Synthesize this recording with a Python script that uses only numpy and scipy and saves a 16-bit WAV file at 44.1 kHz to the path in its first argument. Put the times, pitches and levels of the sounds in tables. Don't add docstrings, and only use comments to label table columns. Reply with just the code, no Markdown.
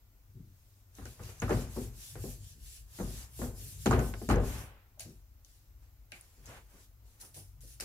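import sys
import numpy as np
from scipy import signal
from scipy.fft import rfft, irfft, next_fast_len
from scipy.io import wavfile
from scipy.ndimage import uniform_filter1d

SR = 44100
rng = np.random.default_rng(int(sys.argv[2]) if len(sys.argv) > 2 else 0)


def dump(signal):
    limited = np.clip(np.atleast_2d(signal).T, -1, 1)
    pcm = np.round(limited * 32767).astype(np.int16)
    wavfile.write(sys.argv[1], SR, pcm)


def ratio(d):
    e = np.asarray(d, float) / 20
    return 10 ** e


N = 346135


def unit(x):
    return x / np.sqrt(np.mean(x ** 2) + 1e-20)


def along(points, hz):
    f, v = np.transpose(points)
    return np.interp(np.log(hz + 1), np.log(f + 1), v)


def closed(points, hz):
    low_end, high_end = (points[0][0] * 0.7, -60), (points[-1][0] * 1.3, -60)
    return ratio(along([low_end, *points, high_end], hz))


def constant(value):
    return lambda f: 0 * f + value


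def modes(table, f):
    total = 0
    for k, (center_hz, width_hz, db) in enumerate(table):
        damping = 1j * f * width_hz
        total = total + (-1) ** k * ratio(db) * damping / (center_hz ** 2 - f * f + damping + 1e-9)
    return total


def filtered(x, response):
    m = next_fast_len(x.shape[-1] + 8192)
    spectrum = rfft(x, m) * response(np.fft.rfftfreq(m, 1 / SR))
    return irfft(spectrum, m)[..., :x.shape[-1]]


def plain_noise(gain):
    return unit(filtered(rng.standard_normal((2, N)), gain))


def noise(gain, patchy_db):
    z = signal.stft(rng.standard_normal((2, N)), nperseg=512)[2]
    field = uniform_filter1d(rng.standard_normal(z.shape[1:]), size=6, axis=0)
    field = uniform_filter1d(field, size=8, axis=1)
    patchy = signal.istft(z * ratio(patchy_db * unit(field)), nperseg=512)[1][:, :N]
    return unit(filtered(patchy, gain))


def steady(x, share=0.92):
    power = np.abs(uniform_filter1d(x[0] ** 2, size=SR // 16))
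    return unit(x / (power + 0.023) ** (share / 2))


def gestures(s, hold, db, rise, fall, bend=0.):
    grid = np.arange(0, N + 96, 96)
    t = grid[:, None] / SR - s
    before, after = np.maximum(-t, 0), np.maximum(t - hold, 0)
    level_db = db - rise * before - fall * after - bend * (before + after) ** 2
    power = np.sum(ratio(2 * np.maximum(level_db, -140)), axis=1)
    return np.interp(np.arange(N), grid, np.sqrt(power))


def burst(size, gain, t60, swell, crack=0., early=0., blow=0., count=SR // 2):
    hz, t, z = signal.stft(rng.standard_normal((2, count)), SR, nperseg=size)
    decay = ratio(-60 * t / t60(hz)[:, None])
    onset = 1 - np.exp(-(t + 0.00082) / swell(hz)[:, None])
    quick = 1 + early * ratio(-60 * t / 0.06)
    pair = signal.istft(z * decay * onset * quick, SR, nperseg=size)[1][:, :count]
    first = crack * ratio(-60 * np.arange(count) / SR / 0.0025) * rng.standard_normal(pair.shape)
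    first[0, SR // 1500] += blow
    highpass = signal.butter(2, 500, "high", fs=SR, output="sos")
    pair = filtered(pair + signal.sosfilt(highpass, first), gain)
    loudness = uniform_filter1d(np.mean(pair ** 2, axis=0), size=SR // 50)
    return pair / np.sqrt(np.max(loudness))


def add(track, s, sound):
    room = track[:, round(s * SR):][:, :sound.shape[1]]
    room += sound[:, :room.shape[1]]


# freq_hz, density_db
HISS = [(1500, -5), (2300, -6), (3300, -9), (4300, -8), (5900, -7), (7500, -8), (8700, -12), (10500, -10),
        (11700, -8), (12300, 0), (13500, -1), (14500, -2.5), (15800, -3)]


def microphone_hiss():
    return ratio(-75 + 3.0) * noise(lambda f: closed(HISS, f), patchy_db=0.8)


# freq_hz, density_db
AIR = [(160, -2.5), (260, 0), (400, -6.5), (700, -8), (1500, -10.5)]


def room_air():
    return ratio(-77.0) * plain_noise(lambda f: closed(AIR, f))


# center_hz, width_hz, level_db
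BUILDING = [(29, 12, -10), (50.1, 6, 0), (72, 16, -9.5), (95, 16.2, -4), (132.4, 33, -14.5)]


def building_rumble():
    rumble = plain_noise(lambda f: modes(BUILDING, f) / (1 + (f / 130) ** 4))
    return ratio(-61.5) * steady(rumble, share=0.75)


# start_s, level_db, top_hz, swell_s, t60_s
THUDS = [(0.345, -53, 284, 0.049, 0.36), (1.56, -43, 526, 0.0083, 0.33), (2.549, -65.5, 358, 0.02, 0.37),
         (3.601, -59.5, 450, 0.004, 1), (5.052, -54, 379, 0.029, 0.26), (6.12, -63, 350, 0.0026, 0.15),
         (6.37, -66.5, 485, 0.019, 0.38), (6.469, -58, 690, 0.065, 0.29), (6.73, -64.5, 447, 0.066, 0.25),
         (7.0, -77, 910, 0.081, 1), (7.221, -61.5, 1570, .03, 0.2), (7.36, -58, 800, 0.018, 0.21),
         (7.632, -63.5, 500, 0.011, 0.16)]
# start_s, level_db, center_hz, width_hz, t60_s
FLOP = (4.968, -62, 660, 220, .25)


def pushing():
    out = np.zeros((2, N))
    for s, db, top_hz, swell_s, t60_s in THUDS:
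        gain = lambda f: closed([(140, 0), (top_hz, -6), (top_hz * 1.54, -20)], f)
        add(out, s, ratio(db) * burst(230, gain, constant(t60_s), constant(swell_s)))
    s, db, hz, width_hz, t60_s = FLOP
    cavity = lambda f: modes([(hz, width_hz, 0)], f) ** 2
    add(out, s, ratio(db) * burst(128, cavity, constant(t60_s), constant(0.087)))
    return out


# center_hz, width_hz, level_db
BENDING = [(46.75, 5.05, 0.5), (63.1, 11, -1), (95.3, 18, -1.5), (124.75, 13.8, -1.5), (148.3, 16.6, -5.5)]
# start_s, hold_s, boom_db, drum_db
PUSHES = [(0.388, 0.023, -55.5, -49.5), (1.038, 0.03, -48, -47.5), (1.558, 0.01, -34, -33),
          (1.75, 0.14, -44, -46), (2.193, 0.028, -48, -42), (2.29, 0.028, -46.5, -48),
          (2.425, 0.022, -52, -50), (2.634, 0.018, -49.5, -60.5), (2.83, 0.016, -50.5, -58.5),
          (3.06, .02, -52, -41.5), (3.174, 0.018, -46, -58), (3.437, 0.036, -39, -41.5),
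          (3.603, 0.025, -49.5, -46.5), (3.785, 0.017, -51, -46), (3.973, 0.0096, -27.5, -29.5),
          (4.142, .02, -45, -45), (4.358, .02, -32.5, -32.5), (4.39, 0.035, -30.5, -36.5),
          (4.566, 0.008, -47, -43), (5.067, 0.015, -59.5, -51.5), (5.138, 0.31, -57.5, -77),
          (5.705, 0.3, -56.5, -68.5), (6.387, 0.037, -55.5, -70), (6.482, .02, -56, -56),
          (6.62, 0.052, -61.5, -71), (6.92, 0.13, -58.5, -70.5), (7.383, 0.032, -67, -55),
          (7.494, 0.18, -54, -60.5), (7.802, 0.043, -54, -61.5)]
# start_s, hold_s, boom_db, drum_db
JOLTS = [
    (1.209, 0.055, -51, -45),
    (1.436, 0.016, -36.5, -34),
    (3.023, 0.038, -39, -43),
    (3.877, 0.052, -35.5, -29),
    (4.308, 0.023, -27, -32),
]
PUSH_RISE_DB_S, JOLT_RISE_DB_S = 174.5, 904.5
BOOM_FALL_DB_S, DRUM_FALL_DB_S = 111, 134


def swaying():
    s, hold, boom_db, drum_db = np.transpose(PUSHES + JOLTS)
    rise = np.repeat([PUSH_RISE_DB_S, JOLT_RISE_DB_S], [len(PUSHES), len(JOLTS)])
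    boom = steady(plain_noise(lambda f: modes(BENDING[:2], f) ** 2))
    drum = steady(noise(lambda f: modes(BENDING[2:], f) ** 2, patchy_db=-4.5), share=0.89)
    booming = gestures(s, hold, boom_db + 0.5, rise, BOOM_FALL_DB_S)
    drumming = gestures(s, hold, drum_db, rise, DRUM_FALL_DB_S)
    return booming * boom + drumming * drum


# freq_hz, density_db
CLOTH = [(1060, -29), (1800, -7), (1940, -13), (2660, -6), (3280, -6), (6030, -1.5), (7430, -1.5),
         (8910, -4.5), (10000, -1.5), (11200, -6), (12500, -3.5), (15000, -12), (15800, -18.5)]
# freq_hz, density_db
COARSE = [(150, -6), (500, -1), (1500, -2), (2600, -5), (3700, -13), (5500, -28)]
# full_speed_s, hold_s, hiss_db, rustle_db
STROKES = [(1.091, 0.039, -62.5, -74), (1.259, 0.046, -57.5, -61), (1.42, .02, -60, -68),
           (1.531, 0.081, -52, -56), (1.766, 0.068, -54, -62.5), (2.016, 0.097, -54, -71.5),
           (2.238, 0.081, -55, -72), (2.453, 0.058, -59.5, -85), (2.67, 0.099, -56.5, -83),
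           (2.975, 0.071, -55, -67), (3.097, 0.11, -55, -64.5), (3.403, 0.048, -53.5, -68),
           (3.613, 0.11, -56, -72.5), (3.83, 0.077, -54, -76.5), (4.026, 0.056, -55, -82),
           (4.197, 0.081, -58.5, -96)]
# full_speed_s, hold_s, hiss_db, rustle_db
LAST_STROKE = (4.5, 0.1, -56.5, -51)
SHEEN_DB = [0.5, -2, -2.8, -2.5, 1, -0.2, 2.3, -2.8, -1.5, -0.5, -1.8, 3, 3.5, 0.5, 2.5, -1, 2]
# start_s, hold_s, hiss_db, rustle_db
RUSTLES = [(0.971, 0.0071, -67, -69), (5.05, 0.0043, -78, -75), (5.085, 0.026, -74, -86),
           (5.488, 0.074, -73.5, -99), (5.828, 0.0065, -80, -76), (6.149, 0.012, -67, -64.5),
           (6.242, 0.22, -75.5, -77.5), (6.453, 0.0098, -72, -72.5), (6.495, 0.043, -73.5, -72),
           (7.064, 0.077, -75.5, -79), (7.2, 0.03, -76, -70.5), (7.7, 0.026, -71, -86)]
# start_s, hold_s, hiss_db, rustle_db
LIFT = (4.45, .02, -61, -67)
# start_s, hold_s, level_db, rise_db_s, fall_db_s
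SLEEVE = (.6, .2, -74, 30, 90)
# start_s, hold_s, hiss_db, rustle_db, fall_db_s
SLAPS = [
    (3.18, 0.058, -68.5, -71, 300),
    (4.296, 0.028, -56.5, -59, 402),
    (4.995, 0.033, -61.5, -71, 260),
    (6.495, 0.083, -74, -56, 330),
    (6.742, 0.048, -75.5, -68, 220),
    (6.804, 0.04, -70, -81, 300),
]
SLAP_RISE_DB_S = [300, 2500, 4000, 350, 150, 400]
STROKE_RISE_DB_S, STROKE_FALL_DB_S = 96, 123.5
STROKE_BEND_DB_S2 = 902.5
FOLD_RISE_DB_S, FOLD_FALL_DB_S = 115, 85
RUSTLE_RISE_DB_S, RUSTLE_FALL_DB_S = 386.5, 99.5
SHEEN_HZ = 8700


def rubbing():
    fine = noise(lambda f: closed(CLOTH, f), patchy_db=1.8)
    coarse = noise(lambda f: closed(COARSE, f), patchy_db=-0.5)
    top = filtered(fine, lambda f: 1 / (1 + (SHEEN_HZ / (f + 1)) ** 6))

    s, hold, hiss_db, fold_db = np.transpose(STROKES + [LAST_STROKE])
    stroke = lambda db: gestures(s, hold, db, STROKE_RISE_DB_S, STROKE_FALL_DB_S, STROKE_BEND_DB_S2)
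    wiping = stroke(hiss_db + 2.5) * (fine - top)
    wiping += stroke(hiss_db + 5.5 + np.array(SHEEN_DB)) * top
    folds = gestures(s, hold, fold_db, FOLD_RISE_DB_S, FOLD_FALL_DB_S) * coarse
    sleeve = gestures(*SLEEVE) * fine

    loose_s, loose_hold, loose_hiss_db, loose_fold_db = np.transpose(RUSTLES + [LIFT])
    loose = lambda db: gestures(loose_s, loose_hold, db, RUSTLE_RISE_DB_S, RUSTLE_FALL_DB_S)
    rustling = loose(loose_hiss_db + 6.0) * fine + loose(loose_fold_db) * coarse

    slap_s, slap_hold, slap_db, bunch_db, fall = np.transpose(SLAPS)
    slap = lambda db: gestures(slap_s, slap_hold, db, np.array(SLAP_RISE_DB_S), fall)
    slapping = slap(slap_db + 6.5) * fine + slap(bunch_db) * coarse
    return wiping + folds + sleeve + rustling + slapping


# start_s, peak_db, low_part_rel_db, ringing_hz
CLICKS = [(0.952, -54, -24, 6500), (1.055, -45, -10, 6000), (1.235, -49, -11, 6200),
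          (1.419, -41, -20, 6700), (1.494, -44, -16, 6700), (2.154, -61, 22, 5630),
          (3.8594, -31, -5.5, 6670), (3.867, -36, -9.5, 6740), (3.911, -33.5, -7, 6750),
          (3.9354, -38, 0, 6230), (3.9918, -43, -8, 6700), (4.138, -52.5, 11, 7730),
          (4.2898, -37, -8.5, 6850), (4.2973, -39.5, -9, 8500), (4.311, -34, -1.5, 6600),
          (4.359, -61.5, 1, 6700), (4.996, -38.5, -25, 6450), (5.0059, -39, -14.5, 9900),
          (5.097, -60, -17, 8950), (5.448, -53, -42, 6100), (6.1195, -43, 1, 9940),
          (6.2105, -56.5, -42, 9700), (6.458, -48, -28, 6700), (7.201, -56.5, -20, 9700),
          (7.344, -51.5, -11, 9700), (7.6073, -57, -31, 6500), (7.8008, -36.5, -30, 5360),
          (7.8072, -34, -15, 9700), (7.8083, -42, -13, 4900), (7.8104, -39, -24, 9000),
          (7.8222, -61.5, -16, 8000)]
# freq_hz, density_db
TICK = [(3000, -8.5), (5200, -3), (8000, -5.5), (12500, -7.5), (15800, -19.5)]
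# center_hz, width_hz, level_db
CAP = [(620, 200, -2.5), (1607, 204, -0.5), (2080, 610, -0.5), (2760, 800, 0), (4070, 1300, -6)]
CLICK_ROOM_DB, CLICK_T60_S = -12, 0.21
HOLLOW_ROOM = 0.045


def clicking():
    out = np.zeros((2, N))
    for s, db, low_db, hz in CLICKS:
        broad = lambda f: closed(TICK, f) + ratio(low_db + 14.5) * modes(CAP, f) ** 2
        pitched = lambda f: broad(f) + 1.7 * modes([(hz, 1300, 0)], f) ** 2
        tick = burst(32, pitched, constant(0.014), constant(0.00056), crack=2.0, count=SR // 16)
        add(out, s, ratio(db - 7.0 + np.clip(low_db, 0, 7)) * tick)
        answer = burst(70, broad, constant(CLICK_T60_S), constant(0.005), count=SR // 8)
        add(out, s, ratio(db + CLICK_ROOM_DB + HOLLOW_ROOM * low_db) * answer)
    return out


# start_s, peak_db, bass_rel_db, body_rel_db, edge_rel_db
KNOCKS = [(0.985, -47.5, 3.5, -0.5, -10), (1.018, -51, -2, 3, -6), (1.055, -45.5, -5.5, -9, -11),
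          (1.193, -52, -5, -3.5, -15), (1.199, -42.5, 0, -7, -22), (1.292, -47, -12, -5, -2),
          (1.42, -30.5, 3.5, -9, -10), (1.494, -28.5, -9.5, 0, -19.5), (1.507, -25, -6, -12.5, -17.5),
          (1.763, -34, -3, -16, -36), (1.775, -34.5, 0.5, -16, -29), (2.1543, -41, -9, -7, -12.5),
          (2.241, -35.5, -0.5, -12.5, -40), (2.9877, -39, 0, -4, -14), (3, -33, 3.5, -9, -27),
          (3.392, -37.5, 2.5, -14, -34), (3.416, -32, -5.5, -8.5, -20.5), (3.859, -20.5, 0, -8.5, -20),
          (3.91, -21.5, -2.5, 5, -24.5), (3.929, -21, -7.5, -5.5, -14.5), (3.946, -28, 0.5, -13.5, -20),
          (3.991, -29, -2.5, -8.5, -13.5), (4.012, -36.5, 1.5, -9.5, -22.5), (4.289, -24.5, 0, -11, -19),
          (4.3, -22.5, -1, 1.5, -12.5), (4.316, -31, -2, -1, -13), (4.342, -27, -4, -15, -26),
          (4.362, -28, -3, -5.5, -23), (4.384, -27.5, -1, -11, -27), (4.433, -34, -7, -12, -31),
          (1.426, -34.5, -4, -1, -9), (1.526, -32, 3.5, -6, -12), (1.588, -42.5, 5.5, -10.5, -22),
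          (2.283, -48, -4, -11, -32)]
# start_s, peak_db, bass_rel_db, body_rel_db, edge_rel_db
REBOUNDS = [
    (4.138, -40, -7, 1.5, -11.5),
    (4.216, -36.5, 0.5, -16, -26.5),
]
# start_s, peak_db, bass_rel_db, body_rel_db, edge_rel_db
TAPS = [
    (7.7992, -42.5, -2, 0.5, 1.5),
    (7.822, -44, -1, -6, -8),
]
# center_hz, width_hz, level_db
BOARD = [(192, 110, 0), (251.1, 8.7, 13.5), (359, 13, -1), (397.5, 12, 6.5), (410, 4.5, -1.5),
         (497.5, 30, 8), (620, 8.4, -18), (727, 39, 7.5), (800, 28, -8), (1007, 22, -1), (1052, 46, 1.5),
         (1228, 18, 11), (1390, 96, -7.5), (1516, 5.5, 8.5), (1720, 42, -14)]
# freq_hz, t60_s
RING = [(150, 1), (300, 0.32), (700, 0.78), (1500, 0.53), (4000, 1)]
# freq_hz, swell_s
SWELL = [(150, 0.0023), (500, 0.0013), (2000, 0.001)]
DAMPED_SHARE = 0.28
RING_SHARE, RING_GROWTH_PER_DB = 0.48, 0.004


def knocking():
    out = np.zeros((2, N))
    for k, (s, db, bass_db, body_db, edge_db) in enumerate(KNOCKS + REBOUNDS + TAPS):
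        share = RING_SHARE + RING_GROWTH_PER_DB * (db + 52.5)
        if k >= len(KNOCKS):
            share = DAMPED_SHARE
        contact = [(100, bass_db - 23.0), (190, bass_db + 5.5), (450, 4.0), (1050, body_db - 5.0),
                   (1700, (body_db + edge_db) / 2 - 0.5), (2600, edge_db - 6.5),
                   (5000, edge_db - 22.0), (9000, -56.0)]
        gain = lambda f: ratio(along(contact, f)) * (0.5 + 0.41 * modes(BOARD, f))
        knock = burst(128, gain, lambda f: share * along(RING, f), lambda f: along(SWELL, f),
                      crack=1.6, early=1.0, blow=25, count=SR // 3)
        add(out, s, ratio(db - 6.0 + max(bass_db, 0)) * knock)
    return out


# start_s, level_db, center_hz, width_hz, t60_s
RINGS = [(1.056, -55, 1490, 400, 0.097), (1.42, -43.5, 1450, 350, 0.12), (1.421, -50, 2300, 720, 0.13),
         (1.48, -44.5, 1280, 400, 0.09), (1.507, -27.5, 370, 150, 0.13), (3.861, -29.5, 380, 180, 0.073),
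         (3.865, -38, 800, 250, .1), (4.3, -28, 360, 161, .12), (2.154, -62, 1580, 400, .05),
         (3.861, -34.5, 1390, 300, 0.077), (3.866, -41.5, 3200, 600, 0.055), (3.912, -35, 1160, 400, .08),
         (3.991, -40.5, 1400, 300, .07), (4.137, -49, 1620, 500, 0.05), (4.29, -43, 1230, 500, .05),
         (4.3, -37, 1240, 400, 0.11), (6.12, -67, 720, 198, 0.25), (6.12, -59, 1570, 350, 0.18),
         (6.12, -51, 2400, 700, 0.23), (1.4, -47.5, 6500, 500, .03), (1.4, -48.5, 6600, 500, .03),
         (1.53, -53.5, 6460, 500, .03), (1.503, -54, 6600, 500, .03), (4.358, -51, 6500, 500, .03),
         (6.2105, -55.5, 9700, 1500, .03), (6.12, -59, 6000, 1500, .04), (6.464, -58, 6000, 2500, .18),
         (4.4, -65, 6800, 2500, .2), (2.988, -59, 1500, 700, .15), (3.416, -55, 1100, 600, .08),
         (4.139, -50.5, 2030, 1800, .025), (3.861, -41.5, 6700, 470, .04), (3.992, -49, 6700, 500, .04),
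         (3.918, -47.5, 7000, 700, .03), (1.51, -40.5, 1300, 700, 0.13), (1.424, -43.5, 1200, 900, .15),
         (1.766, -51.5, 1040, 600, 0.17), (1.195, -59, 1230, 900, 0.16), (3.002, -54, 1000, 600, 0.2)]


def ringing():
    out = np.zeros((2, N))
    for s, db, hz, width_hz, t60_s in RINGS:
        gain = lambda f: modes([(hz, width_hz, 0)], f) ** 2
        ring = burst(64, gain, constant(t60_s), constant(0.0011), blow=15, count=SR // 6)
        add(out, s, ratio(db) * ring)
    return out


# freq_hz, density_db
FELT = [(880, -39), (1500, -15), (2000, -14.5), (2550, -13), (4300, -11), (5730, -4.5), (8490, -7.5),
        (9700, 1.5), (11000, -8), (13000, -6), (14900, -12), (15800, -19)]
# start_s, hold_s, hiss_db, fall_db_s
DRAGS = [
    (7.2025, .004, -57, 300),
    (7.211, 0.0034, -48.5, 300),
    (7.365, 0.022, -53, 171),
    (7.249, 0.0076, -55.5, 223),
    (7.346, 0.01, -52.5, 151),
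    (7.295, .05, -71, 100),
    (6.7, .08, -70, 98),
    (7.613, 0.036, -58, 100),
    (7.676, 0.062, -58, 332),
    (7.808, 0.0046, -64, 143.5),
]
DRAG_RISE_DB_S = 2503.5


def writing():
    s, hold, db, fall = np.transpose(DRAGS)
    felt = noise(lambda f: closed(FELT, f), patchy_db=1.2)
    return gestures(s, hold, db, DRAG_RISE_DB_S, fall) * felt


# freq_hz, correlation
ALIKE = [(60, 1), (300, 1), (700, 0.94), (1200, 0.13), (4000, 0.14), (15000, 0.25)]
# freq_hz, level_db
LEAN = [(60, 3.1), (110, 2.6), (200, 2.6), (380, 3.4), (700, -0.3), (1290, -2.5), (2380, 0.3), (4400, 2.4),
        (8120, -0.5), (15000, 0.5)]
# freq_hz, phase_rad
LEAD = [(0, 1.5), (200, 0), (400, 0.52), (780, 0.72), (1210, 0.4), (2330, 2), (3700, 2.5), (6200, 1),
        (7320, 7), (7840, 6), (8700, 11), (9390, 10.5), (10600, 13.5), (12400, 21), (13000, 20.5),
        (15900, 34)]


def ports(pair):
    turn = lambda f: np.arccos(np.clip(along(ALIKE, f), 0, 1)) / 2
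    mid, side = filtered(pair, lambda f: np.array([np.cos(turn(f)), np.sin(turn(f))]))
    half = lambda f: ratio(along(LEAN, f) / 2) * np.exp(0.5j * along(LEAD, f))
    return filtered(np.array([mid + side, mid - side]), lambda f: np.array([half(f), 1 / half(f)]))


def scene():
    background = room_air() + building_rumble()
    board = pushing() + swaying() + clicking() + knocking() + ringing()
    return ports(background + board + rubbing() + writing()) + microphone_hiss()


def band_limit(x):
    return signal.sosfilt(signal.butter(12, 16330, fs=SR, output="sos"), x)


def record(dry):
    top_hz = 15810
    mix = filtered(dry, lambda f: f < top_hz)
    return band_limit(mix)


dry = scene()
out = record(dry)
dump(out)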